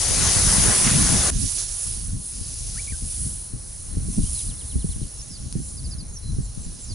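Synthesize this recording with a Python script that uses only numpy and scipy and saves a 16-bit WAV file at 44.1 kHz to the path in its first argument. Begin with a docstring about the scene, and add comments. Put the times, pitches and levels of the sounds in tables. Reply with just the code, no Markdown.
"""Skis slide past on wet spring snow; after an abrupt cut they carve away down the slope.
Their sound is noise from fine spray, crushed grains and dragging boards. Wind eddies buffet the
two microphone ports, a few dry ticks ring them, two birds whistle in the scrub and the valley
hums far off."""
import sys
import numpy as np
from scipy import signal
from scipy.fft import rfft, irfft, next_fast_len
from scipy.io import wavfile
from scipy.ndimage import uniform_filter1d, map_coordinates

SR = 44100
rng = np.random.default_rng(int(sys.argv[2]) if len(sys.argv) > 2 else 0)


def log_audio(samples):
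    """Write samples as a 16-bit WAV file to the path given in sys.argv[1]."""
    # one column per channel
    frames = np.atleast_2d(samples).T
    # limit to full scale, then quantise
    limited = np.clip(frames, -1, 1)
    pcm = np.round(limited * 32767).astype(np.int16)
    wavfile.write(sys.argv[1], SR, pcm)


N = 306054

# Coherence of distant sound. Each row: frequency in Hz, left-right correlation.
FAR_COHERENCE = [(500, .2), (1200, .4), (2500, 0.43), (5400, 0.863), (11000, 0.953)]


def amp(db):
    return 10 ** (np.asarray(db) / 20)


def unit_rms(x):
    return x / np.sqrt(np.mean(x ** 2) + 1e-20)


def log_interp(points, hz):
    f, values = np.transpose(points)
    return np.interp(np.log(hz + 1), np.log(f + 1), values)


def curves(rows):
    """Linear interpolation: one value per sample for each column after the time."""
    times, *columns = np.transpose(rows)
    return [np.interp(np.arange(N) / SR, times, column) for column in columns]


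def wobble(rate):
    """Smooth random modulation: a spline with `rate` knots a second."""
    return map_coordinates(rng.standard_normal(int(N * rate / SR) + 4), [np.arange(N) * rate / SR])


def pan(pan_db):
    """Level difference: two gains, the left pan_db above the right."""
    return amp(np.array([pan_db / 2, -pan_db / 2]))


def filtered(x, response):
    """Linear filtering: the spectrum of x times a frequency response."""
    size = next_fast_len(N + SR // 2)
    return irfft(rfft(x, size) * response(np.fft.rfftfreq(size, 1 / SR)), size)[..., :N]


def rush(spectrum, coherence, patchy_db, grain_db=0):
    """Modulated stereo noise of rms 1: fast gain changes make grains, time-frequency ones patches."""
    def mid_side_response(hz):
        angle = np.arccos(np.clip(log_interp(coherence, hz), -1, 1)) / 2
        return amp(log_interp(spectrum, hz)) * [np.cos(angle), np.sin(angle)]

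    grains = rng.standard_normal((2, N)) * amp(grain_db * wobble(1500))
    frames = signal.stft(grains, nperseg=512)[2]
    patches = uniform_filter1d(rng.standard_normal(frames.shape[1:]), size=8, axis=0)
    patches = unit_rms(uniform_filter1d(patches, size=10, axis=1))
    pair = signal.istft(frames * amp(patchy_db * patches), nperseg=512)[1][:, :N]
    mid, side = filtered(pair, mid_side_response)
    return unit_rms(np.array([mid + side, mid - side]))


def valley():
    """Ambient noise: the far valley is a steady floor of hum and hiss."""
    # Each row: frequency in Hz, relative spectral density in dB.
    spectrum = [(180, -22.5), (300, -3), (457, -5.5), (2630, -24), (3450, -28), (4190, -6.5), (4660, -18),
                (5670, -7), (8510, -18), (9750, 5), (11000, -12), (14300, -46), (22000, -120)]
    return amp(-44.5) * rush(spectrum, FAR_COHERENCE, patchy_db=0.8)


def bird(notes, pan_db, right_lag_s):
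    """Frequency modulation: each whistle is a gliding sine, smeared by scattering in the scrub."""
    # Each entry: a note shape and its pitches in Hz at even steps of time.
    contours = { "rise": [1560, 1350, 1330, 1650, 1950, 2310, 2290], "warble": [2600, 2210, 2330, 2410,
                2050, 1630, 1570, 1550], "arch": [2700, 3150, 3020], "bend": [4350, 4150, 3950, 3700, 2930],
                "pip": [3530, 3530], "drop": [4400, 3950, 3150, 2640], "vee": [6660, 5750, 5230, 5750, 6650,
                6700], "slide": [5580, 4980, 4250], "thin": [7540, 7330, 7110], "chip": [5400, 4740, 4130],
                "hook": [6390, 6650, 6520], "slur": [6750, 6620, 6050, 5380], "level": [4130, 4080, 4010],
                "sweep": [8350, 7530, 7120], "flick": [8050, 8340], }
    attack_s, release_s, echo_t60_s, echo_db = 0.006, 0.0078, 0.1, -9
    song = np.zeros(N + SR)
    for start, length, db, swell_db, shape in notes:
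        t = np.arange(0, length, 1 / SR)
        progress = t / length
        path = np.pad(np.array(contours[shape], float), 1, mode="reflect", reflect_type="odd")
        hz = map_coordinates(path, [1 + progress * (len(contours[shape]) - 1)], order=2)
        fade = np.clip(np.minimum(t / attack_s, (length - t) / release_s), 0, 1)
        tone = np.sqrt(2) * np.sin(2 * np.pi * np.cumsum(hz) / SR)
        song[round(start * SR):][:len(t)] += amp(db + swell_db * (progress - 0.5)) * fade * tone
    direct = filtered(song[:N], lambda f: np.exp(1j * np.pi * f * right_lag_s * np.array([[1], [-1]])))
    tail = rng.standard_normal((2, SR // 5)) * amp(-60 * np.arange(SR // 5) / SR / echo_t60_s)
    echo = signal.fftconvolve(song[None], tail / np.linalg.norm(tail[0]), axes=1)[:, :N]
    return direct * pan(pan_db)[:, None] + amp(echo_db) * echo


def birds():
    """Differences of level and arrival time set a low and a high singer apart."""
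    # Each row: start in seconds, length in seconds, level in dB, swell over the note in dB, shape.
    low_notes = [(2.742, 0.066, -49, 25, "rise"), (2.87, 0.086, -48.5, -11, "warble"),
                 (4.24, .05, -54, 0, "arch"), (4.345, 0.074, -48.5, 0, "bend"),
                 (4.466, .014, -52, 0, "pip"), (4.483, .047, -49, -8, "drop"), (4.572, .014, -50, 0, "pip"),
                 (4.587, 0.044, -51, -9, "drop"), (4.678, .014, -54, 0, "pip"),
                 (4.691, .048, -51, -6, "drop"), (4.78, .014, -52, 0, "pip"),
                 (4.795, 0.043, -52, -10, "drop"), (4.89, 0.015, -52, 0, "pip"),
                 (4.904, .043, -52.5, -12, "drop"), (5.016, 0.037, -55, -7, "drop")]
    high_notes = [(5.18, .062, -42.5, 2, "vee"), (5.296, .08, -44.5, 0, "slide"),
                  (5.585, 0.13, -46, 3, "thin"), (5.766, 0.04, -46, 1, "chip"),
                  (5.837, 0.036, -43, 2, "chip"), (5.906, 0.041, -41.5, 1, "chip"),
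                  (5.979, 0.044, -43.5, 2, "chip"), (6.075, .04, -52, 0, "hook"),
                  (6.122, 0.061, -44, 16, "slur"), (6.225, 0.089, -50.5, 5, "level"),
                  (6.407, 0.059, -46, 14, "sweep"), (6.59, .07, -47, 18, "sweep"),
                  (6.725, 0.03, -52, 0, "flick"), (6.785, 0.069, -43.5, 14, "sweep"),
                  (6.885, .046, -41.5, 8, "chip")]
    low = bird(low_notes, pan_db=1.5, right_lag_s=1.5e-5)
    return low + bird(high_notes, pan_db=-2.5, right_lag_s=4e-5)


def ticks():
    """Impulse response: each sharp blow rings two damped modes of the microphone ports."""
    # Each row: start in seconds, level in dB.
    blows = [(2.5594, -25), (5.0686, -31), (5.5263, -18.5), (6.0094, -30)]
    out, t = np.zeros((2, N + SR)), np.arange(SR // 100) / SR
    ring = np.cos(2 * np.pi * 9500 * t) * amp(-60 * t / 0.006)
    ring += 0.486 * np.cos(2 * np.pi * 5000 * t) * amp(-60 * t / 0.0038)
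    for start, db in blows:
        out[:, round(start * SR):][:, :len(t)] += amp(db) * pan(3)[:, None] * ring
    return out[:, :N]


def eddy_slaps():
    """Damped oscillation: eddies slap the ports. Returns the sound and the envelope of their wakes."""
    # Each row: start in seconds, level in dB, initial pitch in Hz, pan in dB.
    eddies = [(0.108, -18.5, 131.5, 10), (0.262, -21, 155, -10), (0.361, -13, 120, -5),
              (0.466, -16, 151.7, -2.5), (0.58, -10.5, 100, 7), (0.611, -19, 145, -2), (.68, -22, 121, -13),
              (0.864, -17, 258, 8), (0.911, -17, 200, 2.5), (1.119, -16, 130, 3), (1.356, -20.5, 153, 4),
              (1.436, -14, 105, 7), (1.859, -29, 91, 16), (2.13, -20, 130, -6), (2.409, -25, 100, 8),
              (2.757, -29, 80, 10), (2.92, -27, 188, 9), (3.022, -22.5, 132, 0), (3.261, -23, 101, -0.5),
              (3.536, -17, 121, -1), (3.969, -13.5, 180, -1), (4.085, -16.5, 137.6, 1.0),
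              (4.184, -7.5, 156, -2.0), (4.235, -14, 90, 12), (4.319, -34, 90, 2), (4.755, -11, 198, -2),
              (4.843, -10.5, 180, -2), (4.89, -17, 102, 9), (4.961, -17.5, 102, 5),
              (5.015, -17.5, 131.6, 8.5), (5.46, -25, 100, 10), (5.554, -16, 159, -14), (5.6, -22, 169, 8),
              (5.949, -22, 90, -7), (6.33, -21, 100, -7), (6.385, -13.5, 153, -10), (6.573, -20, 140, 5.5),
              (6.663, -20, 110, -0.5), (6.9, -26, 80, 1)]
    slap_t60_s, wake_t60_s = 0.065, 0.13
    snap_ratio, snap_db, snap_t60_s = 2.2, -11, 0.042  # the sharper front of a slap
    slaps, wake, t = np.zeros((2, N + SR)), np.zeros(N + SR), np.arange(SR // 5) / SR
    envelope = (1 - np.exp(-(t / 0.0021) ** 2)) * amp(-60 * t / slap_t60_s)
    for start, db, hz, pan_db in eddies:
        phase = rng.uniform(0, 2 * np.pi, (2, 1))
        swing = np.sin(2 * np.pi * hz * t / (1 + 6 * t) + phase)  # the eddy slows as it breaks up
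        snap = amp(snap_db - 60 * t / snap_t60_s) * np.sin(2 * np.pi * snap_ratio * hz * t - phase)
        at = round(start * SR)
        slaps[:, at:at + len(t)] += amp(db) * pan(pan_db)[:, None] * (swing + snap) * envelope
        wake[at:at + len(t)] += amp(db - 60 * t / wake_t60_s) * (1 - np.exp(-t / 0.0031))
    return slaps[:, :N], wake[:N]


def wind():
    """Turbulent pressure: large eddies rumble on both ports alike, small ones flutter on each alone."""
    # Each row: time in seconds, rumble level in dB, flutter level in dB.
    gusts = [(0.0, -30.5, -44), (0.13, -30.5, -35), (0.69, -26.5, -27.5), (0.75, -35.5, -40),
             (0.87, -30.5, -25), (1.14, -22.5, -23.5), (1.39, -31, -37), (1.45, -27.5, -22.5),
             (1.49, -34, -45), (1.78, -36.5, -54), (2.16, -30, -37.5), (2.24, -45.5, -48),
             (2.63, -32.5, -47), (3.3, -33.5, -41), (3.46, -41, -53), (3.56, -35, -35), (3.61, -38.5, -49),
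             (3.79, -37, -49.5), (4.1, -26.5, -29.5), (4.16, -41, -50), (4.18, -42, -18),
             (4.25, -25.5, -37), (4.39, -37, -47), (4.48, -26.5, -34), (4.62, -37, -52),
             (4.79, -27.5, -35.5), (5.04, -36.5, -34.5), (5.1, -40.5, -48.5), (5.53, -32.5, -40),
             (5.57, -40, -23.5), (5.66, -33.5, -42.5), (5.99, -33, -38), (6.18, -36, -51), (6.4, -27, -31),
             (6.55, -38.5, -55), (6.57, -33, -38.5), (6.88, -41, -47), (6.94, -28, -41)]
    # Each row: frequency in Hz, relative spectral density in dB.
    rumble_spectrum = [(10, -24), (22, -4.5), (35, -2), (55, -2), (80, -4), (120, -9), (250, -43),
                       (500, -91)]
    flutter_spectrum = [(40, -50), (90, -6), (120, -1.5), (180, -3.5), (260, -8.5), (400, -26), (700, -49),
                        (1500, -80)]
    wake_rumble_db, wake_flutter_db, left_bias_db, sway_db = -10, -14.5, 0.5, 1.5
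    rumble_db, flutter_db = curves(gusts)
    shared_lumps = np.tanh(wobble(16))
    rumble = rush(rumble_spectrum, coherence=[(25, 0.9), (60, 0.97), (120, 0.35)], patchy_db=0.34)
    rumble = unit_rms(amp(3.3 * shared_lumps) * rumble)
    port_lumps = np.tanh([wobble(30), wobble(30)])
    flutter = rush(flutter_spectrum, coherence=[(90, 0.83), (270, -0.077)], patchy_db=1.14)
    flutter = unit_rms(amp(4.3 * shared_lumps + 4.8 * port_lumps) * flutter)
    slaps, wake = eddy_slaps()
    rumble *= amp(rumble_db) + amp(wake_rumble_db) * wake
    flutter *= amp(flutter_db) + amp(wake_flutter_db) * wake
    return (rumble + flutter) * pan(left_bias_db + sway_db * wobble(12)) + slaps


def skis(levels, coherence, grain_db, bumpy_db):
    """Friction and fracture noise: spray, crushed grains and dragging boards, all shaken by bumps."""
    # Each row: frequency in Hz, relative spectral density in dB.
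    spray_spectrum = [(5000, -58), (7000, -16), (8400, -9), (9300, -2.5), (10000, 3), (10600, -4.5),
                      (11000, -13), (12000, -13)]
    crunch_spectrum = [(1200, -32), (2500, -14.5), (3800, -8.5), (5000, -3.5), (6200, 0.5), (7500, -3.5),
                       (9000, -9.5), (12000, -14)]
    drag_spectrum = [(150, -15), (350, 1.5), (550, -0.5), (900, -1), (1800, -2.5), (2800, -5.5), (4500, -8),
                     (9000, -30)]
    spray_db, crunch_db, drag_db, pan_db = curves(levels)
    bumps_db = bumpy_db * (wobble(9) + 0.38 * wobble(21.97))
    spray = amp(spray_db + bumps_db) * rush(spray_spectrum, coherence, 0.946, grain_db)
    crunch = amp(crunch_db + bumps_db) * rush(crunch_spectrum, coherence, 1.16, grain_db)
    drag = amp(drag_db + bumps_db) * rush(drag_spectrum, coherence, 1.83, grain_db)
    return (spray + crunch + drag) * pan(pan_db)


def ski_run():
    """Rapid crossfade: an edit cuts the loud close slide short, and faint, far carving follows."""
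    # Each row: time in seconds, then spray level, crunch level, drag level and pan, all in dB.
    near_levels = [(0.0, -22.5, -25.5, -36, 4.5), (0.18, -22, -24, -30, 2.5), (0.3, -22, -21.5, -30, 2.5),
                   (0.52, -17, -22.5, -30.5, 1), (0.68, -20, -23.5, -28, 2), (.76, -17.5, -23, -31, 0),
                   (0.88, -20, -23, -26.5, 0.5), (1.0, -19, -23, -30.5, 0), (1.3, -21.5, -25, -30, 1.3)]
    far_levels = [(1.31, -36, -39, -46, -8), (1.36, -33, -35.5, -52, -8), (1.42, -26.5, -32, -51.5, -8),
                  (1.55, -26.5, -34, -47.5, -6), (1.6, -25.5, -28.5, -45.5, -5),
                  (1.67, -30.5, -34.5, -51, -5), (1.76, -26.5, -35, -51, -4.5),
                  (2.05, -34.5, -43, -56, -3.5), (2.17, -38.5, -47, -60.5, -2.5),
                  (2.27, -30, -43.5, -61.5, -1), (2.35, -34.5, -41, -58, -1), (2.7, -33.5, -38, -57, -1),
                  (2.96, -33, -42, -58, -1), (3.27, -28.5, -39.5, -56.5, -1), (3.54, -40, -51, -58, -1),
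                  (3.69, -36.5, -46.5, -59, -2), (4.0, -39.5, -48, -57, -2),
                  (4.22, -31.5, -41.5, -58.5, -2), (4.41, -28.5, -38, -60, -2),
                  (4.54, -37, -47.5, -57, -1.5), (4.88, -35.5, -46.5, -58.5, -2),
                  (5.45, -46.5, -46, -60.5, -2.5), (5.7, -38, -47.5, -62, -2), (5.9, -42, -48, -61, -3),
                  (6.0, -49, -56, -59, -3), (6.2, -48, -52.5, -61.5, -2.5), (6.94, -44.5, -45, -59, -3)]
    # Each row: frequency in Hz, left-right correlation.
    near_coherence = [(500, 0.4), (1200, 0.77), (5400, 0.62), (11000, 0.71)]
    cut_s, crossfade_s = 1.306, 0.004
    near_share = np.clip((cut_s - np.arange(N) / SR) / crossfade_s, 0, 1)
    near = skis(near_levels, near_coherence, grain_db=1.0, bumpy_db=0.4)
    far = skis(far_levels, FAR_COHERENCE, grain_db=1.5, bumpy_db=0.7)
    return near_share * near + (1 - near_share) * far


def scene():
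    """Superposition: the pressures of all sources add."""
    return valley() + birds() + ski_run() + wind() + ticks()


def record(dry):
    """Band limiting: a steep low-pass removes the highest treble."""
    top_hz = 11050
    return filtered(dry, lambda hz: amp(-60 * np.clip((hz - top_hz) / 150, 0, 2)))


dry = scene()
out = record(dry)
log_audio(out)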